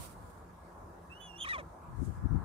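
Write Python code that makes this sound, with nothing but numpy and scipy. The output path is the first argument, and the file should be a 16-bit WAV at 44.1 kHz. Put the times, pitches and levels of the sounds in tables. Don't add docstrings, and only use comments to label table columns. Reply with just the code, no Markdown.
import sys
import numpy as np
from scipy import signal
from scipy.fft import rfft, irfft
from scipy.io import wavfile
from scipy.ndimage import uniform_filter1d

SR = 44100
rng = np.random.default_rng(int(sys.argv[2]) if len(sys.argv) > 2 else 0)


def put_to_file(sound):
    columns = np.atleast_2d(sound).T
    safe = np.clip(columns, -1, 1)
    whole_steps = np.round(safe * 32767)
    wavfile.write(sys.argv[1], SR, whole_steps.astype(np.int16))


N = 107868
TIME, FREQS = np.arange(N) / SR, np.fft.rfftfreq(N, 1 / SR)

# (frequency [Hz], relative level [dB per Hz])
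AIR_COLOUR = [(15, -45), (25, -17), (36, 0), (55, 0.5), (85, 1), (125, -10), (250, -10), (450, -11.5),
              (700, -10), (1050, -8), (1500, -17.5), (2000, -27), (2800, -36.5), (5000, -38.5), (9000, -36),
              (15000, -44.5)]
# (frequency [Hz], likeness [0 to 1])
AIR_LIKENESS = [(50, 1), (300, 0.86), (700, 0.31), (1200, 0.073), (6000, 0.065)]
# (frequency [Hz], gain [dB])
AIR_LEFT_TILT = [(100, 0.5), (2000, 0), (9000, -0.5)]
AIR_DB, AIR_PATCH_DB = -51.5, 2
# (frequency [Hz], level [dB])
DRONE = [(172, -63), (343, -68), (1672, -74.5)]
DRONE_WIDTH_HZ = 14

# (frequency [Hz], relative level [dB per Hz])
RUSH_LEVEL = [(1.9, -105), (2.1, -62), (2.25, -56), (2.44, -53)]
RUSH_COLOUR = [(400, -20), (900, 0), (1400, -1.5), (1800, -14), (2600, -39), (5000, -82)]

# (time [s], left level [dB], left minus right [dB])
GUST = [(0, -42.5, -4), (.03, -55.5, -4.5), (.1, -80, -22), (1.8, -67, 35), (1.91, -45, 0),
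        (1.965, -39.5, 29), (2.0, -28, 23), (2.03, -30.5, 27), (2.055, -40.5, 11), (2.09, -28.5, 32),
        (2.15, -46, 9), (2.19, -34.5, 6), (2.215, -43.5, 3), (2.26, -20, 30.5), (2.285, -41.5, 35),
        (2.308, -26, 36), (2.36, -21.5, 31), (2.395, -33, 17), (2.445, -39.5, 13)]
# (time [s], peak level at the left [dB])
PUFFS = [(1.987, -36), (2.026, -30.5), (2.076, -35.5), (2.256, -32), (2.349, -28.5)]
PUFF_WIDTH_S = 0.0075
# (frequency [Hz], relative level [dB per Hz])
BUFFET_COLOUR = [(20, -8), (45, -0.5), (75, 4.5), (125, 5), (180, -8), (300, -29), (600, -24), (2000, -90)]
EDDY_COLOUR = [(60, -11), (150, 2), (250, 5), (380, -8), (550, -21), (1200, -33), (3000, -78)]
EDDY_DB, EDDY_GROWTH, FULL_GUST_DB = -32.5, 1.0, -21.5

# (time [s], level [dB])
RUSTLE_LEVEL = [(0, -48.5), (.007, -46.5), (.045, -45.5), (.064, -48), (.085, -55), (.127, -55.5),
                (.148, -64.5), (.2, -66), (.29, -65.5), (.305, -60), (.32, -68.5), (.385, -68), (.55, -100)]
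BRUSH_LEVEL = [(1.85, -100), (1.96, -75), (2.055, -58), (2.11, -69), (2.17, -70.5), (2.26, -95)]
# (frequency [Hz], relative level [dB per Hz])
RUSTLE_COLOUR = [(30, -11), (400, 4), (750, 3.5), (1100, -22), (2000, -9), (4500, -7.5), (6500, -8),
                 (9000, -0.5), (12000, -7.5), (15500, -9)]
BRUSH_COLOUR = [(2500, -15.5), (4500, -15), (6800, -3.5), (9500, -6.5), (12500, -15), (15000, -43)]
FEATHER_GRAIN_DB, FEATHER_LEFT_DB = 2.5, -6

# (time [s], pitch [Hz], level [dB])
LOW_VOICE = [(1.098, 2620, -58), (1.113, 2625, -52.5), (1.128, 2680, -46), (1.153, 2835, -53.5),
             (1.172, 2930, -53), (1.19, 2980, -60.5), (1.21, 3000, -48), (1.25, 2970, -58),
             (1.28, 2890, -57), (1.297, 2825, -49), (1.34, 2755, -50), (1.366, 2815, -46.5),
             (1.386, 2925, -54), (1.399, 3020, -54), (1.411, 3215, -38.5), (1.425, 3225, -39.5),
             (1.436, 3120, -41), (1.442, 3080, -41), (1.455, 3170, -45)]
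HIGH_VOICE = [(1.195, 3460, -75), (1.214, 3430, -59), (1.228, 3415, -53), (1.262, 3390, -53.5),
              (1.286, 3370, -63), (1.305, 3370, -82), (1.37, 3460, -84), (1.38, 3440, -57),
              (1.393, 3395, -50), (1.405, 3480, -43.5), (1.414, 3580, -48), (1.422, 3570, -47),
              (1.43, 3480, -38), (1.436, 3410, -47), (1.442, 3340, -66)]
# (low multiple, high multiple, level [dB])
OVERTONES = [(2, 0, -21.5), (0, 2, -13), (3, 0, -19.5), (4, 0, -19)]
# (low multiple, high multiple, level [dB])
COMBINATIONS = [(1, 1, -6.5), (2, 1, -13), (1, 2, -13), (2, -1, -14), (-1, 2, -33), (-1, 3, -14.5)]
CANCELLATIONS = [1.1455, 1.162, 1.323, 1.354, 1.378]
CANCELLATION_WIDTH_S, EDGE_S = .005, .005
WHISTLE_JITTER, WHISTLE_SHIMMER_DB = .002, 1
STRAIN_JITTER, STRAIN_FLUTTER_DB, FULL_VOICE_DB = 0.016, 2, -41
WHISTLE_WAVER_DB, WHISTLE_WAVER_HZ = 4, 30
# (frequency [Hz], gain [dB])
BEAK = [(3700, -0.5), (4500, -16), (5300, -8), (5700, 10), (6000, 2), (7300, -5), (8300, -10), (9300, 5),
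        (10000, -8), (11000, -15), (11800, 1), (12700, -16)]

# (start [s], length [s], first pitch [Hz], last pitch [Hz],
# pitch arch [share of pitch], level [dB], overtone slope [dB per octave], rasp [dB], undertone [dB],
# cycles per undertone period, fade [dB])
STEPS = [(1.439, .012, 2750, 2400, 0, -46, -14, -17, -20, 2, 0),
         (1.443, .02, 950, 1390, .05, -42.5, -5, -19, -13, 2, -2),
         (1.459, .013, 1840, 1890, 0, -39, -8.5, -20, -24, 3, -2),
         (1.467, .022, 1080, 1370, -.09, -42, -6, -16, -13, 2, 0),
         (1.484, .026, 1870, 1970, .02, -38, -6, -14, -17, 3, 0),
         (1.504, .029, 1960, 1730, .01, -33.5, -13, -20, -27, 2, -4),
         (1.528, .049, 1255, 965, .005, -37.5, -7.5, -19, -18, 2, -7),
         (1.577, .043, 690, 520, -.04, -40.5, -6.5, -21, -24, 2, -10)]
# (frequency [Hz], gain [dB])
THROAT = [(500, 2.5), (900, 7), (1300, 2.5), (1900, 4), (2450, 8.5), (2900, -3), (3200, -2.5), (3800, 1),
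          (4600, -13), (5800, -4), (7200, -7), (8200, -32), (10000, -27), (11200, -42)]
# (frequency [Hz], relative level [dB per Hz])
RASP_COLOUR = [(300, -29), (700, 4), (1300, 4), (2500, 0), (3700, 2), (4700, -5), (6200, 3), (8200, -4),
               (10000, 0), (11200, -36)]
STEP_ATTACK_S, STEP_RELEASE_S, STEP_SWELL_DB = 0.0071, 0.0057, 2
STEP_JITTER, STEP_WOBBLE, STEP_SHIMMER_DB = 0.0058, .009, 1
STEP_WAVER_DB, STEP_WAVER_HZ = 4, 110
STEP_DULLING_DB = -3
WHISTLE_DB, CRACK_DB = -0.9, -1.66

# (frequency [Hz], gain [dB])
LEFT_SHADE = [(500, -8), (1200, 3), (1900, 3.5), (2500, -5), (2820, -10.5), (2920, 4.5), (3010, -30),
              (3200, 1), (3400, 0), (4400, -13), (8000, -15.5)]
LEFT_DELAY_S = 0.00027
BOOT_DB, BOOT_T60_S = -14, .06
# (frequency [Hz], gain [dB])
LOW_CUT = [(18, -46), (28, -28), (36, -8), (46, -0.5)]
CUTOFF_HZ = 15650


def amp(db):
    return 10 ** (np.asarray(db) / 20)


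def unit(x):
    return x / np.sqrt(np.mean(x ** 2) + 1e-20)


def read(points, hz):
    f, value = np.transpose(points)
    return np.interp(np.log(np.maximum(hz, 1)), np.log(f), value)


def curves(table):
    s, *columns = np.transpose(table)
    return [np.interp(TIME, s, column) for column in columns]


def colour(x, spectrum):
    return irfft(rfft(x) * amp(read(spectrum, FREQS)), N)


def noise(spectrum):
    return unit(colour(rng.standard_normal(N), spectrum))


def drift(rate_hz):
    smoothing = 1 + (FREQS / rate_hz) ** 4
    return unit(irfft(rfft(rng.standard_normal(N)) / smoothing, N))


def waver(depth_db, rate_hz):
    knots = np.arange(0, N / SR, .5 / rate_hz)
    gains = amp(depth_db * rng.standard_normal(len(knots)))
    return unit(np.interp(TIME, knots, gains))


def gate(start, end, attack, release):
    ramp = np.minimum((TIME - start) / attack, (end - TIME) / release)
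    return np.sin(np.pi / 2 * np.clip(ramp, 0, 1))


def drone():
    total = 0
    for f, db in DRONE:
        turn = 2 * np.pi * f * TIME
        tone = drift(DRONE_WIDTH_HZ) * np.cos(turn) + drift(DRONE_WIDTH_HZ) * np.sin(turn)
        total = total + amp(db) * tone
    return total


def outdoors():
    hz, _, z = signal.stft(rng.standard_normal((2, N)), SR, nperseg=1024, noverlap=768)
    same = np.clip(read(AIR_LIKENESS, hz), -1, 1)[:, None]
    patches = uniform_filter1d(rng.standard_normal(z[0].shape), size=12, axis=0)
    patches = unit(uniform_filter1d(patches, size=16, axis=1))
    pair = np.array([z[0], same * z[0] + np.sqrt(1 - same ** 2) * z[1]])
    pair = pair * amp(AIR_PATCH_DB * patches)
    air = signal.istft(pair, nperseg=1024, noverlap=768)[1][:, :N]
    left, right = colour(air, AIR_COLOUR)
    return amp(AIR_DB) * unit(np.array([colour(left, AIR_LEFT_TILT), right])) + drone()


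def rush():
    shared = noise(RUSH_COLOUR)
    pair = np.array([shared + 1.45 * noise(RUSH_COLOUR) for _ in range(2)])
    return amp(curves(RUSH_LEVEL)[0]) * unit(pair)


def buffeting(db):
    swing = signal.hilbert(noise(BUFFET_COLOUR))
    strength = np.sqrt(uniform_filter1d(abs(swing) ** 2, size=700))
    even_swing = swing.real / strength
    even_swing = unit(colour(even_swing, [(300, -3), (900, -34)]))
    eddy_db = EDDY_DB + EDDY_GROWTH * (db - FULL_GUST_DB)
    return amp(db) * even_swing + amp(eddy_db) * noise(EDDY_COLOUR)


def wind():
    db, lean_db = curves(GUST)
    puffs = sum(amp(peak_db) * np.exp(-((TIME - s) / PUFF_WIDTH_S) ** 2) for s, peak_db in PUFFS)
    ports = []
    for shelter_db in (0, lean_db):
        puff_noise = amp(-shelter_db) * puffs * noise(EDDY_COLOUR)
        ports.append(buffeting(db - shelter_db) + puff_noise)
    return np.array(ports)


def feathers(stroke, band):
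    grain = unit(amp(FEATHER_GRAIN_DB * drift(rate_hz=3000)))
    hiss = np.array([amp(FEATHER_LEFT_DB) * noise(band), noise(band)])
    return amp(curves(stroke)[0]) * grain * hiss


def voice(table):
    hz, db = curves(table)
    effort = amp(db - FULL_VOICE_DB)
    jitter = WHISTLE_JITTER + STRAIN_JITTER * effort
    phase = 2 * np.pi * np.cumsum(hz * (1 + jitter * drift(rate_hz=500))) / SR
    flutter_db = STRAIN_FLUTTER_DB * np.minimum(effort, 1) * drift(rate_hz=220)
    shimmer_db = WHISTLE_SHIMMER_DB * drift(rate_hz=66)
    edges = gate(table[0][0], table[-1][0], EDGE_S, EDGE_S)
    return phase, amp(db + flutter_db + shimmer_db) * edges


def whistle():
    (low, a), (high, b) = voice(LOW_VOICE), voice(HIGH_VOICE)
    notches = [np.tanh(abs(TIME - s) / CANCELLATION_WIDTH_S) for s in CANCELLATIONS]
    out = np.prod(notches, axis=0) * a * np.sin(low) + b * np.sin(high)
    for m, n, db in OVERTONES:
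        strength = (a if m else b) ** 3 / (a ** 2 + b ** 2 + 1e-18)
        gain = amp(db) * waver(WHISTLE_WAVER_DB, WHISTLE_WAVER_HZ)
        out += gain * strength * np.sin(round(m) * low + round(n) * high)
    both = 2 * a * b / (a + b + 1e-12)
    for m, n, db in COMBINATIONS:
        out += amp(db) * both * np.sin(round(m) * low + round(n) * high)
    return np.sqrt(2) * out


def step(start, length, first_hz, last_hz, arch, db, slope_db, rasp_db, undertone_db, cycles, fade_db):
    u = np.clip((TIME - start) / length, 0, 1)
    hump, dulling = np.sin(np.pi * u), amp(STEP_DULLING_DB * (2 * u - 1.5))
    hz = (first_hz + (last_hz - first_hz) * u) * (1 + arch * hump)
    unsteady = 1 + STEP_JITTER * drift(rate_hz=580) + STEP_WOBBLE * drift(rate_hz=122)
    phase = 2 * np.pi * np.cumsum(hz * unsteady) / SR
    overtones = 0
    for k in range(2, int(CUTOFF_HZ / max(first_hz, last_hz))):
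        gain = amp(slope_db * np.log2(k) + read(THROAT, k * hz))
        overtones = overtones + gain * waver(STEP_WAVER_DB, STEP_WAVER_HZ) * np.sin(k * phase)
    tone = amp(read(THROAT, hz)) * np.sin(phase) + dulling * overtones
    tone *= 1 + 2 * amp(undertone_db) * np.cos(phase / round(cycles) + drift(rate_hz=75))
    rasp = amp(rasp_db) * dulling * noise(RASP_COLOUR) * (1 + np.cos(phase))
    shimmer_db = STEP_SHIMMER_DB * drift(rate_hz=380)
    level = db + fade_db * u ** 2 + STEP_SWELL_DB * (hump - 1) + shimmer_db
    edges = gate(start, start + length, STEP_ATTACK_S, STEP_RELEASE_S)
    return amp(level) * edges * (tone + rasp)


def boot(call):
    left = irfft(rfft(call) * np.exp(-2j * np.pi * FREQS * LEFT_DELAY_S), N)
    t = TIME[:SR // 4]
    fading = amp(-60 * t / BOOT_T60_S) * (t > .002)
    tails = rng.standard_normal((2, len(t))) * fading
    echoes = signal.fftconvolve(call[None], tails / np.linalg.norm(tails[0]), axes=1)[:, :N]
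    left, right = np.array([left, call]) + amp(BOOT_DB) * echoes
    return np.array([colour(left, LEFT_SHADE), right])


def eagle():
    cracked = sum(step(*row) for row in STEPS)
    return amp(WHISTLE_DB) * colour(whistle(), BEAK) + amp(CRACK_DB) * cracked


def scene():
    background = outdoors() + rush() + wind()
    plumage = feathers(RUSTLE_LEVEL, RUSTLE_COLOUR) + feathers(BRUSH_LEVEL, BRUSH_COLOUR)
    return background + plumage + boot(eagle())


def record(dry):
    band_limit = signal.firwin(511, CUTOFF_HZ, window=("kaiser", 9), fs=SR)
    return signal.oaconvolve(colour(dry, LOW_CUT), band_limit[None], "same")


dry = scene()
out = record(dry)
put_to_file(out)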